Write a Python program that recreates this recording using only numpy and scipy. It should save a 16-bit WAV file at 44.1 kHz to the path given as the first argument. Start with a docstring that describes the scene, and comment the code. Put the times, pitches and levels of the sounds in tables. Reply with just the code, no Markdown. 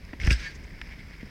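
"""Mountain bike drop onto a walkway

A narrow walkway, heard at riding height from the microphone of a camera on the rider's helmet.
Both wheels thump down, chain and frame clatter, a tyre scuffs, then the bike rolls on with a few knocks.
Wind rumbles on the microphone; the camera case rings near 2 and 5 kHz, colouring clatter and tread."""
import sys
import numpy as np
from scipy import signal
from scipy.fft import rfft, irfft
from scipy.io import wavfile

SR = 44100
rng = np.random.default_rng(int(sys.argv[2]) if len(sys.argv) > 2 else 0)


def dump_mix(stems):
    """Bounce the given channels to the path in sys.argv[1] as a 16-bit WAV at rate SR."""
    frames = np.atleast_2d(stems).T  # one column per channel
    limited = np.clip(frames, -1, 1)  # hard clip at full scale
    pcm = np.round(limited * 32767).astype(np.int16)
    wavfile.write(sys.argv[1], SR, pcm)


N = 57330
TIME = np.arange(N) / SR
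FREQS = np.maximum(np.arange(N // 2 + 1) * SR / N, 1)


def from_db(db):
    """Decibels to gain."""
    return 10 ** (np.asarray(db) / 20)


def rms_one(x):
    """Scale to unit rms."""
    return x / np.sqrt(np.mean(x ** 2) + 1e-20)


def level(curve):
    """Gain along a (time [s], level [dB]) curve, holding its end values outside it."""
    times, db = np.transpose(curve)
    return from_db(np.interp(TIME, times, db))


def swell(peak_s, half_s):
    """A bell-shaped rise and fall."""
    return np.exp(-((TIME - peak_s) / half_s) ** 2)


def dying(start_s, t60_s, attack_s):
    """A quick rise, then exponential decay."""
    age = np.maximum(TIME - start_s, 0)
    return (1 - np.exp(-age / attack_s)) * from_db(-60 * age / t60_s)


def colour_db(colour):
    """A (frequency [Hz], gain [dB]) curve at every frequency, falling away below its first point."""
    hz, db = np.transpose(colour)
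    low_cut_db = 40 * np.log10(np.clip(FREQS / hz[0], .03, 1))
    return np.interp(np.log(FREQS), np.log(hz), db) + low_cut_db


def shaped(x, db):
    """Minimum-phase filter with the given response, so that nothing sounds early."""
    cepstrum = irfft(np.log(from_db(db)), N)
    cepstrum[1:N // 2] *= 2
    cepstrum[N // 2 + 1:] = 0
    return irfft(rfft(x) * np.exp(rfft(cepstrum)), N)


def noise(colour):
    """Unit-rms noise with the given spectrum."""
    return rms_one(shaped(rng.standard_normal(N), colour_db(colour)))


def drift(rate_hz):
    """Unit-rms random wander, mostly slower than rate_hz."""
    hz = np.arange(N // 2 + 1) * SR / N
    return rms_one(irfft(rfft(rng.standard_normal(N)) / (1 + (hz / rate_hz) ** 2), N))


def ring(clicks, hz, t60_s):
    """A resonator: each click starts a decaying sine."""
    radius, angle = from_db(-60 / (t60_s * SR)), 2 * np.pi * hz / SR
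    return signal.lfilter([0, np.sin(angle)], [1, -2 * radius * np.cos(angle), radius ** 2], clicks + 1e-18)


def wind():
    """Air rumbles right on the microphone, surging as the drop shakes it."""
    # rumble spectrum: (frequency [Hz], relative gain [dB])
    colour = [(15, -10), (35, 4.5), (60, 2.5), (100, -7.5), (200, -10), (320, -19), (500, -24.5),
              (900, -34.5), (2000, -61)]
    # wind strength: (time [s], level [dB])
    strength = [(0, -43.5), (0.2, -44), (0.45, -42), (0.58, -43), (0.72, -42), (0.8, -43), (0.93, -43),
                (1.05, -41.5), (1.18, -45), (1.3, -42.5)]
    jolt = from_db(-29) * swell(peak_s=0.2815, half_s=0.056)
    return noise(colour) * from_db(0.5 * drift(rate_hz=16)) * (level(strength) + jolt)


def rolling():
    """Grainy rush of the tread on the walkway below, with light jingles of the chain."""
    # tread spectrum: (frequency [Hz], relative gain [dB])
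    tread_colour = [(300, -3.5), (600, -8.5), (800, -10.5), (980, -5.5), (1250, -11), (1700, -2), (2200, 2),
                    (2800, -10.5), (4200, -17.5), (5100, -7.5), (5800, -19.5), (6800, -27.5), (10000, -35),
                    (15000, -49)]
    # tread rush: (time [s], level [dB])
    rush = [(0, -58), (0.1, -53), (0.18, -57), (0.4, -49), (0.55, -52), (0.73, -54), (0.88, -50),
            (0.965, -53), (1.1, -53.5), (1.25, -54), (1.3, -53)]
    # chain spectrum: (frequency [Hz], relative gain [dB])
    chain_colour = [(1300, -20), (1800, -6), (2200, 2), (2600, -14), (3500, -16.5), (9000, -42)]
    # chain jingles: (time [s], level relative to jingle_db [dB])
    jingles = [(0.925, 0.5), (0.999, -0.5), (1.141, -3.5), (1.206, -2)]
    jingle_db, grain_db = -46, 1.55
    tread = noise(tread_colour) * level(rush)
    chain = noise(chain_colour) * sum(from_db(jingle_db + db) * swell(s, half_s=0.015) for s, db in jingles)
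    return (tread + chain) * from_db(grain_db * drift(rate_hz=90))


def scuff():
    """A tyre rubs sideways on the walkway, squeaks unsteadily and throws a little grit."""
    # rubbing spectrum: (frequency [Hz], relative gain [dB])
    rub_colour = [(500, -32), (1150, -14), (1600, 1), (2300, 3.5), (3000, -4), (3900, -3.5), (4800, -5),
                  (6200, -8.5), (7200, -21), (9300, -27), (10500, -31), (15000, -40)]
    # rubbing strength: (time [s], level [dB])
    rub = [(0.36, -62), (0.398, -42.5), (0.425, -45), (0.465, -41.5), (0.49, -51.5), (0.52, -49.5),
           (0.57, -83)]
    # rubber squeaks: (peak time [s], half length [s], pitch [Hz], level [dB])
    squeaks = [(0.47, 0.015, 1785, -34), (0.455, 0.027, 2230, -39), (0.462, 0.04, 1640, -41),
               (0.48, 0.025, 4600, -47)]
    # spectrum of thrown grit: (frequency [Hz], relative gain [dB])
    swish_colour = [(2500, -19), (4500, 1.5), (6500, 3), (8500, -13), (15000, -32)]
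    # swishes of grit: (peak time [s], half length [s], level [dB])
    swishes = [(0.401, 0.004, -55), (0.556, 0.0094, -53), (0.643, 0.0061, -58)]
    sag_per_s, waver_hz, flutter_db = 0.4, 14, 2.3
    out = noise(rub_colour) * level(rub)
    for s, half_s, hz, db in squeaks:
        pitch_hz = hz * (1 - sag_per_s * (TIME - s)) + waver_hz * drift(rate_hz=153)
        envelope = from_db(db + flutter_db * drift(rate_hz=100)) * swell(s, half_s)
        out += envelope * np.sin(2 * np.pi * np.cumsum(pitch_hz) / SR)
    grit = noise(swish_colour) * sum(from_db(db) * swell(s, half_s) for s, half_s, db in swishes)
    return out + grit


def bumps():
    """Bumps under the tyres give short hollow knocks with a gritty edge."""
    # dull knocks: (time [s], level [dB], pitch [Hz], grit relative to the tone [dB])
    knocks = [(0.1315, -29.5, 240, -5.5), (0.263, -25.5, 200, -7.5), (0.274, -29.5, 240, -7.5),
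              (0.311, -28.5, 244, -6.5), (1.2307, -26, 218, -16.5)]
    # grit spectrum: (frequency [Hz], relative gain [dB])
    grit_colour = [(120, 0.5), (400, 0), (700, -13.5), (1200, -19), (2500, -34), (8000, -56)]
    out, grit = np.zeros(N), noise(grit_colour)
    for s, db, hz, grit_db in knocks:
        tone = np.sin(2 * np.pi * hz * (TIME - s))
        out += from_db(db) * dying(s, t60_s=0.046, attack_s=0.00075) * (from_db(grit_db) * grit - tone)
    return out


def chain_rattle():
    """The landing shakes the chain: dense small contacts each tick and ring briefly at their own pitch."""
    # rattle spectrum at the microphone: (frequency [Hz], relative gain [dB])
    colour = [(400, -15), (900, -22.5), (1200, -6.5), (1650, 2.5), (2300, 1.5), (3000, -4.5), (4100, -8.5),
              (5100, -1), (5800, -6), (6700, -17), (8400, -16), (10000, -27.5), (12000, -33), (15000, -40)]
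    # shaking of the loose links: (time [s], level [dB])
    shaking = [(0.198, -84), (0.204, -46), (0.23, -43), (0.262, -38), (0.292, -40.5), (0.312, -30),
               (0.33, -32), (0.345, -39), (0.375, -47), (0.44, -48.5), (0.54, -62)]
    contacts_per_s, spread_db, ring_cycles, tick_db = 4000, 2.5, 56, -9
    hits = rng.random(N) < contacts_per_s / SR
    strengths = from_db(spread_db * np.minimum(rng.exponential(1, N), 4))
    clicks = hits * strengths * rng.choice([-1, 1], N)
    pitches_hz = np.geomspace(1300, 14000, 60)
    pitch_index = rng.integers(len(pitches_hz), size=N)
    rings = sum(hz * ring(clicks * (pitch_index == k), hz, t60_s=ring_cycles / hz)
                for k, hz in enumerate(pitches_hz))
    links = rms_one(rings) + from_db(tick_db) * rms_one(clicks)
    return rms_one(shaped(links, colour_db(colour))) * level(shaking)


def clacks():
    """Chain and frame strike: a click and a moment of chatter, and the struck part rings briefly."""
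    # contact spectrum at the microphone: (frequency [Hz], relative gain [dB])
    colour = [(300, -13.5), (500, -15), (720, -20), (960, -9), (1250, -15), (1650, 1), (2050, 2),
              (2500, -0.5), (3000, -5.5), (4100, -15), (5000, -6.5), (5700, -13), (6700, -19.5),
              (8000, -27.5), (11000, -28.5), (15000, -40)]
    # hard contacts: (time [s], level relative to clack_db [dB], treble [dB], bass [dB],
    # chatter decay [s], ring pitch [Hz], ring level [dB])
    strikes = [(0.0505, -47.5, 11, -12, 0.0008, 5100, -50.5), (0.09, -43, -14, -10, 0.0022, 1810, -39.5),
               (0.1322, -32.5, -16, 7, 0.0015, 1890, -38), (0.1355, -36, -26, 9, 0.0024, 960, -40),
               (0.2005, -27, -6, -3, 0.00097, 2160, -31.5), (0.214, -31, -8, -18, 0.0028, 2210, -25),
               (0.2345, -23.5, -11, -9, 0.0035, 5170, -38), (0.249, -28, 0, -4, 0.003, 5110, -33),
               (0.2695, -35, 18.5, -8, 0.0012, 5280, -28.5), (0.2745, -17, -9, 5.5, 0.003, 2002, -24),
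               (0.3051, -15, -7, -9, 0.0024, 2447, -15.5), (0.3077, -17, -1, -8, 0.0026, 2760, -19.5),
               (0.3122, -21, 5, 1, 0.0021, 2084, -20.5), (0.3199, -26, 6.5, -3, 0.0035, 7910, -32),
               (0.3274, -24.5, 8, -33, 0.0064, 4940, -22), (0.8153, -26, -1.5, 6, 0.00085, 2470, -40),
               (0.8175, -31.5, -14, 0, 0.00081, 1860, -38), (0.8915, -39, -2, 0, 0.00089, 5230, -55)]
    clack_db, chatter_db = 13, -7
    treble_hz, bass_hz, shelf_slope = 4250, 1300, 7.5
    treble_shelf = 1 / (1 + (treble_hz / FREQS) ** shelf_slope)
    bass_shelf = 1 / (1 + (FREQS / bass_hz) ** shelf_slope)
    out, body_db = np.zeros(N), colour_db(colour)
    for s, db, treble_db, bass_db, chatter_s, ring_hz, ring_db in strikes:
        contact = from_db(chatter_db) * rng.standard_normal(N) * np.exp(-np.minimum(TIME / chatter_s, 20))
        contact[0] = 1  # the opening click
        contact = shaped(contact, body_db)
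        contact /= np.sqrt(np.sum(contact ** 2))
        contact = shaped(contact, treble_db * treble_shelf + bass_db * bass_shelf)
        start = int(s * SR)
        out[start:] += from_db(clack_db + db) * contact[:N - start]
        tone = np.sin(2 * np.pi * ring_hz * (TIME - s))
        out += from_db(ring_db) * dying(s, t60_s=0.023, attack_s=0.0004) * tone
    return out


def landings():
    """Each wheel gives a deep thump whose pitch sags as the tyre springs back."""
    # a wheel loads or lands: (time [s], level [dB], final pitch [Hz], extra pitch at onset [Hz], t60 [s])
    thumps = [(0.2419, -16.5, 32.7, 12, 0.09), (0.2758, -8.5, 55.2, 97, 0.15),
              (0.3114, -10.5, 56.2, 92, 0.2)]
    bend_s = 0.0039
    out = np.zeros(N)
    for s, db, hz, bend_hz, t60_s in thumps:
        age = np.maximum(TIME - s, 0)
        cycles = hz * age + bend_hz * bend_s * (1 - np.exp(-age / bend_s))
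        out += from_db(db) * dying(s, t60_s, attack_s=0.0022) * np.sin(2 * np.pi * cycles)
    return out


def scene():
    """Bike and wind at the helmet, in mono."""
    return (landings() + bumps() + clacks() + chain_rattle() + scuff() + rolling() + wind())[None]


def record(dry):
    """The helmet microphone: faint hiss and a steep cut of the highest treble."""
    hiss_db, cutoff_hz = -70, 15900
    hiss = from_db(hiss_db) * rng.standard_normal(N)
    low_pass = signal.ellip(12, .1, 80, cutoff_hz, fs=SR, output="sos")
    return signal.sosfilt(low_pass, dry + hiss)


dry = scene()
out = record(dry)
dump_mix(out)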